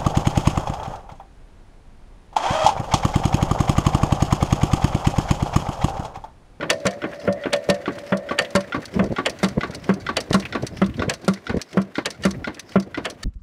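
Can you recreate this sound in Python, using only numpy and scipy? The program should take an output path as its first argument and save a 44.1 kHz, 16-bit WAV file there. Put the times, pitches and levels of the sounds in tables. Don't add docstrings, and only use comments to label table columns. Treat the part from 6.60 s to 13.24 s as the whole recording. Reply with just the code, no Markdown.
import sys
import numpy as np
from scipy import signal
from scipy.fft import rfft, irfft
from scipy.io import wavfile

SR = 44100
rng = np.random.default_rng(int(sys.argv[2]) if len(sys.argv) > 2 else 0)


def store_wav(level_fs):
    pcm = np.round(np.clip(np.atleast_2d(level_fs), -1, 1) * 32767)
    wavfile.write(sys.argv[1], SR, pcm.T.astype(np.int16))


N = 292824
TIME = np.arange(N) / SR


def from_db(db):
    return 10 ** (np.asarray(db) / 20)

def rms_one(x):
    return x / np.sqrt(np.mean(x ** 2) + 1e-20)

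def gain_at(colour, hz):
    points_hz, db = np.transpose(colour)
    return from_db(np.interp(np.log(hz + 1e-3), np.log(points_hz), db))

def noise(colour):
    hz = np.fft.rfftfreq(N, 1 / SR)
    return rms_one(irfft(rfft(rng.standard_normal(N)) * gain_at(colour, hz) * (hz > 20), N))

def drift(rate):
    return np.interp(TIME * rate, np.arange(N), rng.standard_normal(N))

def ring(drive, hz, t60):
    decay, step = from_db(-60 / (t60 * SR)), 2 * np.pi * hz / SR
    return signal.lfilter([0, np.sin(step)], [1, -2 * decay * np.cos(step), decay ** 2], drive + 1e-18)

def uneven(times, level_db, spread_db=1.0):
    return level_db + spread_db * rng.standard_normal(len(times))

def strike(times, levels_db, tones, contact_s, spread_db):
    out, age = np.zeros(N), TIME[:SR // 2]
    starts = np.clip(times * SR, 0, N - 1).astype(int)
    for hz, tone_db, t60 in tones:
        clicks = np.zeros(N)
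        clicks[starts] = from_db(uneven(times, levels_db + tone_db, spread_db))
        tone = -np.sin(2 * np.pi * hz * age) * from_db(-60 * age / t60) * (1 - np.exp(-age / contact_s))
        out += signal.oaconvolve(clicks, tone)[:N]
    return out

def clatter(times, levels_db, colour, peaks, band, t60, rise_s, tail_db, chatter_db=-1.5):
    size, peak_width, tail_t60 = 8192, 0.018, 0.31
    hz, age = np.fft.rfftfreq(size, 1 / SR), TIME[:size]
    bottom, top = {"bass": (25, 700), "middle": (700, 3500), "treble": (3500, SR / 2)}[band]
    lift_db = sum(db / (1 + ((hz / centre - 1) / peak_width) ** 2) for centre, db in peaks)
    shape = rms_one(gain_at(colour, hz) * from_db(lift_db) * (hz >= bottom) * (hz < top))
    spectra = rfft(rng.standard_normal((len(times), size))) * shape
    edges, bursts = np.geomspace(bottom, top, 4), 0
    for low, high in zip(edges, edges[1:]):
        pace = (low / edges[1]) ** 0.44
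        fade = from_db(-60 * age * pace / t60) + from_db(tail_db - 60 * age * pace / tail_t60)
        bursts = bursts + irfft(spectra * (hz >= low) * (hz < high)) * fade
    bursts = bursts * (1 - np.exp(-age / rise_s)) * from_db(levels_db)[:, None]
    out = np.zeros(N + size)
    for start, burst in zip(np.clip(times * SR, 0, N - 1).astype(int), bursts):
        out[start:start + size] += burst
    return out[:N] * from_db(chatter_db * drift(900))

def crank_turns():
    times = np.r_[-0.15, np.array(KNOCK_BEATS)[:, 0], 6.652]
    return times, np.arange(len(times)) - 1

def passes(angle, creep_per_s=0, every=1):
    times, turns = crank_turns()
    targets = np.arange(-every, turns[-1], every) + angle
    crept = targets + creep_per_s * np.interp(targets, turns, times)
    moments = np.interp(crept, turns, times)
    return moments[(moments > 0) & (moments < TIME[-1])]

# (time [s], casting [dB], frame boom [dB], linkage treble [dB], linkage ping [dB])
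MICROPHONE_PATH = [(0, -2.5, -12, -6.5, -7), (0.7, -1, -5, -13, -12.5), (1.4, -1.5, -3.5, -6.5, -1.5),
                   (2.6, -10, 0, -2, 2.5), (3.6, -22, 2, 0.5, 1.5), (5.3, -32, 0, 0, -11),
                   (6.64, -17, 4, -4.5, -23)]
def nearness(part, times):
    path_s, *levels = np.transpose(MICROPHONE_PATH)
    return np.interp(times, path_s, levels[["casting", "frame", "linkage", "ping"].index(part)])


# (time [s], rumble [dB], hiss [dB])
GEAR_LEVELS = [(0, -36, -49), (1, -42, -45), (2, -41, -44), (3, -36, -45), (4, -38.5, -45), (5, -43, -50.5),
               (6.64, -44.5, -50)]
# (frequency [Hz], level [dB])
GEAR_COLOUR = [(30, -18), (85, -4), (187, -2.5), (300, 2), (480, -3), (650, -4), (900, -13.5), (1400, -16),
               (1900, -15), (3000, -23), (5500, -31), (9000, -37.5), (15500, -45)]
# (angle [turns], level [dB])
SLIDING_HISS = [(0, -1), (.2, -6), (.33, -1), (.5, -3.5), (.68, 1), (.8, -4.5), (.9, 0), (1, 5)]
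# (pitch [Hz], level [dB], ring time [s])
CASTING_TONES = [(510, -12, 0.41), (574.9, 3.5, 0.24), (642, -5.5, 0.28), (701.5, -12, 0.28),
                 (1814, -13, 0.16)]
# (time [s], level [dB])
HUM_LEVELS = [(0, -33), (1, -32.5), (1.8, -31), (2.5, -51.5), (3.5, -50.5), (6.64, -83)]
def running_noise(hum_sag_db=4.5):
    times, *levels = np.transpose(GEAR_LEVELS)
    rumble_db, hiss_db = (np.interp(TIME, times, level) for level in levels)
    hum_db = np.interp(TIME, *np.transpose(HUM_LEVELS))
    angle = np.interp(TIME, *crank_turns()) % 1
    slide_db = np.interp(angle, *np.transpose(SLIDING_HISS))
    filters = (signal.butter(2, 1000, side, fs=SR, output="sos") for side in ("low", "high"))
    lows, highs = (rms_one(signal.sosfilt(sos, noise(GEAR_COLOUR))) for sos in filters)
    rumble = lows * from_db(rumble_db - 3 + 6.8 * drift(40))
    hiss = highs * from_db(hiss_db + slide_db + 2.64 * drift(130))
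    hum = sum(from_db(db) * ring(rng.standard_normal(N), hz, t60) for hz, db, t60 in CASTING_TONES)
    hum = rms_one(hum) * from_db(hum_db + 0.5 - hum_sag_db * angle)
    whine = rms_one(ring(rng.standard_normal(N), hz=1920, t60=0.017))
    return rumble + hiss + hum + whine * from_db(hum_db - 22.5 + 9 * drift(29.77))

# (time [s], level [dB], half length [s])
SWIRLS = [(2.185, -20, 0.0086), (2.37, -17, 0.018), (2.44, -14.5, 0.021), (2.517, -14, 0.011),
          (2.98, -6.5, 0.0063), (3.099, -22.5, 0.0031), (3.712, -2.5, 0.0029), (4.038, -14.5, 0.0086),
          (4.399, -13.5, 0.0081), (4.455, -17, 0.0078), (4.483, -10, 0.0027), (4.907, -17.5, 0.0095),
          (4.946, -13.5, 0.0056), (4.972, -10.5, 0.0076), (5.754, -23.5, 0.0048)]
# (time [s], level [dB])
BREEZE = [(0, -58), (2.2, -54), (2.42, -46.5), (3.35, -40.5), (3.72, -36.5), (3.88, -39), (4.45, -34.5),
          (5.2, -89), (5.77, -27.5), (5.92, -55), (6.64, -45)]
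# (frequency [Hz], level [dB])
SWIRL_COLOUR = [(18, -37), (30, -3.5), (198, 3.5), (309, -3.5), (439, -2), (636, -9), (809, -27),
                (973, -18), (1360, -41), (1890, -26), (2500, -43), (3250, -50), (5500, -120)]
BREEZE_COLOUR = [(25, -10), (75, 0.5), (130, -1.5), (300, -8.5), (600, -40), (1500, -56), (4000, -59)]
def air_puffs():
    power = sum(from_db(2 * db) * np.exp(-2 * np.abs(TIME - at) / half_s) for at, db, half_s in SWIRLS)
    swirls = from_db(-0.5 + 3.8 * drift(500)) * np.sqrt(power) * noise(SWIRL_COLOUR)
    breeze_db = np.interp(TIME, *np.transpose(BREEZE)) + 4.6 * drift(50)
    return swirls + from_db(breeze_db) * noise(BREEZE_COLOUR)

# (frequency [Hz], level [dB])
ROD_COLOUR = [(100, -10), (500, 2), (1000, -20), (1250, -21), (1400, 6.5), (1560, 0.5), (1720, -30),
              (1950, -0.5), (2250, -7.5), (2700, -14.5), (3500, -8), (5200, -21.5), (8000, -30.5),
              (15000, -53)]
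ROD_PEAKS = [(1430, 0.91), (2018, 5.6), (3590, 2.3), (4220, 4.8), (5329, 13.4), (6793, 5)]
def rod_taps():
    times = passes(0.393, creep_per_s=-0.0021)
    rod = ROD_COLOUR, ROD_PEAKS
    middle_db = uneven(times, -20) + 0.22 * nearness("ping", times)
    treble_db = -33.5 + nearness("linkage", times)
    body = clatter(times, middle_db, *rod, "middle", t60=0.07, rise_s=0.00086, tail_db=-28)
    return body + clatter(times, treble_db, *rod, "treble", t60=0.052, rise_s=0.00046, tail_db=-24)

# (frequency [Hz], level [dB])
LINKAGE_COLOUR = [(29, -51), (50, -20), (299, 7.5), (460, -0.5), (598, -3), (919, -8.5), (1170, -7),
                  (1280, -10.5), (1520, 0), (1710, -13), (2500, -12), (3100, -19), (4230, -27.5),
                  (4660, -32), (15000, -60)]
LINKAGE_PEAKS = [(263, 6.8), (576, 5.7), (1792, 8.9), (2099, 9.6), (3186, 4), (4225, 4.9), (4882, 2.1)]
# (pitch [Hz], level [dB], ring time [s])
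PING_TONES = [(1144, 4.5, 0.087), (1187, -5.5, 0.082), (367.4, -7.5, 0.15), (1398, -14.5, 0.1)]
def return_knocks():
    times = passes(0.438)
    linkage = LINKAGE_COLOUR, LINKAGE_PEAKS
    near_db = nearness("ping", times)
    treble_db = -33.5 + nearness("linkage", times)
    thud = clatter(times, uneven(times, -21), *linkage, "bass", t60=0.19, rise_s=0.0016, tail_db=-10)
    body = clatter(times, -19.5 + 0.14 * near_db, *linkage, "middle",
                   t60=0.11, rise_s=0.0018, tail_db=-35)
    edge = clatter(times, treble_db, *linkage, "treble", t60=0.055, rise_s=0.00027, tail_db=-18)
    return thud + body + edge + strike(times, near_db - 20, PING_TONES, contact_s=0.0021, spread_db=1.5)

# (time [s], middle [dB], treble [dB], steel ring [dB])
CLACKS = [(0.1, -8.5, -13.5, -10.5), (0.266, -16.5, -21, -15), (0.93, -11, -19, -33),
          (1.098, -16, -21, -19), (1.787, -9, -21.5, -8.5), (1.958, -23, -22, -13), (2.659, -11, -24, -27),
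          (2.843, -20, -27, -31), (3.567, -12.5, -22, -11), (3.729, -21.5, -23.5, -15),
          (4.495, -13.5, -20.5, -26), (5.456, -15, -22, -30), (5.635, -26, -33, -14),
          (6.452, -15, -29, -35), (6.63, -35, -32.5, -15)]
# (frequency [Hz], level [dB])
CLACK_COLOUR = [(59, -37), (100, -22), (386, -15.5), (552, -11), (697, -7), (825, -13.5), (1590, -11),
                (1800, -10), (2040, -12), (2810, -9), (4100, -14), (4460, -15), (4960, -18), (8950, -19.5),
                (15500, -46.5)]
CLACK_PEAKS = [(1819, 6.6), (2228, 10.2), (2519, 1.7), (2863, 2.2), (3924, 6.4), (4540, 11.2), (5205, 1.3),
               (6200, 2.2), (7149, 9.5), (8812, 2.4)]
# (pitch [Hz], level [dB], ring time [s])
STEEL_TONES = [(1318, -13, .08), (1815, -7, .09), (2850, -10, .07), (3050, -11, .06), (3924, -19, .06),
               (4584, -9.5, .065), (7149, -19, .045), (8760, -21, .04)]
BRACKET_TONES = [(470, -6, 0.05), (509, -4, 0.06), (569, -10, 0.06)]
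def latch_clacks():
    times, middle_db, treble_db, steel_db = np.transpose(CLACKS)
    latch = CLACK_COLOUR, CLACK_PEAKS
    scuff = clatter(times - 0.006, middle_db - 13, *latch, "middle",
                    t60=0.14, rise_s=0.0013, tail_db=-28)
    thud = clatter(times, middle_db - 5, *latch, "bass", t60=0.094, rise_s=0.0088, tail_db=-6)
    body = clatter(times, middle_db + 0.5, *latch, "middle", t60=0.077, rise_s=0.0019, tail_db=-42)
    crack = clatter(times, treble_db + 8, *latch, "treble",
                    t60=0.029, rise_s=0.0019, tail_db=-39, chatter_db=4)
    steel = strike(times, steel_db, STEEL_TONES, contact_s=0.0035, spread_db=3)
    bracket = strike(times + 0.008, middle_db + 7.5, BRACKET_TONES, contact_s=0.015, spread_db=1.5)
    bounce = clatter(times + 0.0028, treble_db + 3, SPRING_COLOUR, SPRING_PEAKS, "treble",
                     t60=0.013, rise_s=0.00026, tail_db=-36)
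    casting_db = -13 + 2 * nearness("casting", times)
    casting = strike(times, casting_db, CASTING_TONES, contact_s=0.004, spread_db=3)
    return scuff + thud + body + crack + bounce + steel + bracket + casting

# (angle [turns], creep [turns/s], treble [dB], middle [dB], how much nearness counts [factor])
SPRING_TICKS = [(0.131, -0.0035, -26, -27, 0.5), (0.622, -0.007, -35, -34, 1),
                (0.692, -0.0021, -21, -25, 2), (0.85, 0.0125, -36, -27, 1), (1.124, -0.006, -32, -34, 0),
                (1.694, -0.0002, -21.5, -24.5, 1), (1.868, 0.0128, -35, -35, 0.5)]
# (frequency [Hz], level [dB])
SPRING_COLOUR = [(590, -24), (1000, -11.5), (1990, -2), (3490, -3), (4340, 2.5), (4980, 0), (5980, 1),
                 (6870, -6), (8540, -9), (12500, -17), (15500, -22)]
SPRING_PEAKS = [(2444, 1.7), (4540, 1.3), (5964, 1), (7929, 6.5), (9286, 7.1), (10195, 4.5)]
def spring_ticks():
    ticks = [(at, *rest) for angle, creep, *rest in SPRING_TICKS for at in passes(angle, creep, every=2)]
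    times, treble_db, middle_db, weight = np.transpose(ticks)
    spring = SPRING_COLOUR, SPRING_PEAKS
    lift_db = uneven(times, 0) + weight * nearness("linkage", times)
    snap = clatter(times, treble_db + lift_db, *spring, "treble",
                   t60=0.032, rise_s=0.0014, tail_db=-38.5, chatter_db=3.5)
    return snap + clatter(times, middle_db - 3 + 0.54 * lift_db, *spring, "middle",
                          t60=0.047, rise_s=0.0015, tail_db=-32.5)

def loose_parts(count=80, spread_db=4.5):
    draws = rng.random((count, 3))
    times = draws[:, 0] * TIME[-1]
    middle_db, treble_db = spread_db * (2 * draws[:, 1:].T - 1)
    rattle = clatter(times, middle_db - 42, ROD_COLOUR, CLACK_PEAKS, "middle",
                     t60=0.065, rise_s=0.003, tail_db=-27)
    return rattle + clatter(times, treble_db - 46, SPRING_COLOUR, CLACK_PEAKS, "treble",
                            t60=0.055, rise_s=0.0014, tail_db=-29)

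# (time [s], level [dB])
KNOCK_BEATS = [(0.253, -17), (0.675, -18), (1.088, -16), (1.521, -13), (1.951, -10.5), (2.392, -14.5),
               (2.83, -12), (3.291, -13), (3.742, -11.5), (4.216, -13.5), (4.679, -16), (5.171, -15.5),
               (5.651, -13.5), (6.156, -16)]
# (frequency [Hz], level [dB])
LOW_IRON_COLOUR = [(40, -34), (80, -9.5), (140, 1), (200, -7), (260, -4), (330, -0.5), (420, -5), (520, 0),
                   (650, 2), (780, -9)]
IRON_COLOUR = [(410, -30), (700, -18.5), (827, -7), (1110, 5.5), (1380, -7), (1550, -1.5), (2060, -7),
               (2220, -9.5), (4440, -14), (9820, -21.5), (15000, -39)]
IRON_PEAKS = [(425, 9.5), (1388, 16), (2088, 12.5), (2380, 8), (2680, 2.5)]
# (pitch [Hz], level [dB], ring time [s])
FRAME_TONES = [(193.9, 0.5, 0.14), (222, -2.5, 0.065), (335.8, -14, 0.15), (377, -17, 0.079),
               (525, -21, 0.049), (1163, -23, 0.11), (1306, -14.5, 0.069), (1378, 4, 0.027)]
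def main_knocks():
    times, middle_db = np.transpose(KNOCK_BEATS)
    iron = IRON_COLOUR, IRON_PEAKS
    on_cam = np.arange(len(times)) % 2 == 0
    treble_db = np.where(on_cam, -12.5, -31) + nearness("linkage", times)
    treble_db += 0.45 * (middle_db - middle_db.max())
    frame_db, casting_db = nearness("frame", times), nearness("casting", times)
    thud = clatter(times, uneven(times, -13.5), LOW_IRON_COLOUR, IRON_PEAKS, "bass",
                   t60=0.089, rise_s=0.00064, tail_db=-9)
    body = clatter(times, middle_db + 0.5, *iron, "middle", t60=0.072, rise_s=0.0029, tail_db=-24)
    edge = clatter(times, treble_db, *iron, "treble", t60=0.029, rise_s=0.0021, tail_db=-28)
    boom = strike(times, frame_db + 0.5, FRAME_TONES, contact_s=0.023, spread_db=0.65)
    casting = strike(times, casting_db - 13, CASTING_TONES, contact_s=0.0056, spread_db=1)
    return thud + body + edge + boom + jolts(times, frame_db - 7.5) + casting

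def jolts(times, levels_db, width_s=0.00043, delay_s=0.00203):
    age, boom_hz = TIME[:SR // 20] - delay_s, FRAME_TONES[0][0]
    pulses = sum(-np.exp(-((age - k / boom_hz) / (width_s * np.sqrt(k + 1))) ** 2) for k in range(4))
    clicks = np.zeros(N)
    clicks[(times * SR).astype(int)] = from_db(levels_db)
    low_cut = signal.butter(2, 130, "high", fs=SR, output="sos")
    return signal.sosfilt(low_cut, signal.oaconvolve(clicks, pulses)[:N])

# (angle [turns], level [dB], half length [s], pitch [Hz])
DRY_SPOTS = [(0.66, -36.5, 0.014, 1760), (0.907, -50.5, 0.047, 5200), (0.19, -39.5, 0.016, 1900)]
def rubs(fade_db=1.5):
    out = np.zeros(N)
    for angle, db, half_s, hz in DRY_SPOTS:
        friction = rng.standard_normal(N) * from_db(6.6 * drift(400))
        swells = sum(np.exp(-((TIME - at) / half_s) ** 2) for at in passes(angle, every=2))
        out += rms_one(ring(friction, hz, t60=0.0052)) * from_db(db) * swells
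    return out * from_db(-fade_db * TIME / TIME[-1])

# (time [s], level [dB], pitch [Hz])
JOINT_CHINKS = [(1.847, -27.5, 3180), (3.822, -29, 2600), (3.852, -19.5, 2290), (4.241, -33, 3600),
                (4.294, -37, 2500), (4.34, -36, 2830)]
def chinks(t60=0.056, rise_s=0.0011):
    out = np.zeros(N)
    for start, db, hz in JOINT_CHINKS:
        age = np.maximum(TIME - start, 0)
        loudness = from_db(db - 60 * np.minimum(age / t60, 2)) * (1 - np.exp(-age / rise_s))
        out += rms_one(ring(rng.standard_normal(N), hz, t60=0.0028)) * loudness
    return out

def scene():
    blows = main_knocks() + rod_taps() + return_knocks() + latch_clacks()
    small_sounds = spring_ticks() + rubs() + chinks() + loose_parts()
    return (blows + small_sounds + running_noise() + air_puffs())[None]

def record(dry, low_cut_hz=42, high_cut_hz=15600):
    thin = signal.sosfilt(signal.butter(2, low_cut_hz, "high", fs=SR, output="sos"), dry)
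    rounded = 0.82 * np.tanh(thin / 1.037)
    return signal.sosfilt(signal.ellip(10, .2, 80, high_cut_hz, fs=SR, output="sos"), rounded)


dry = scene()
out = record(dry)
store_wav(out)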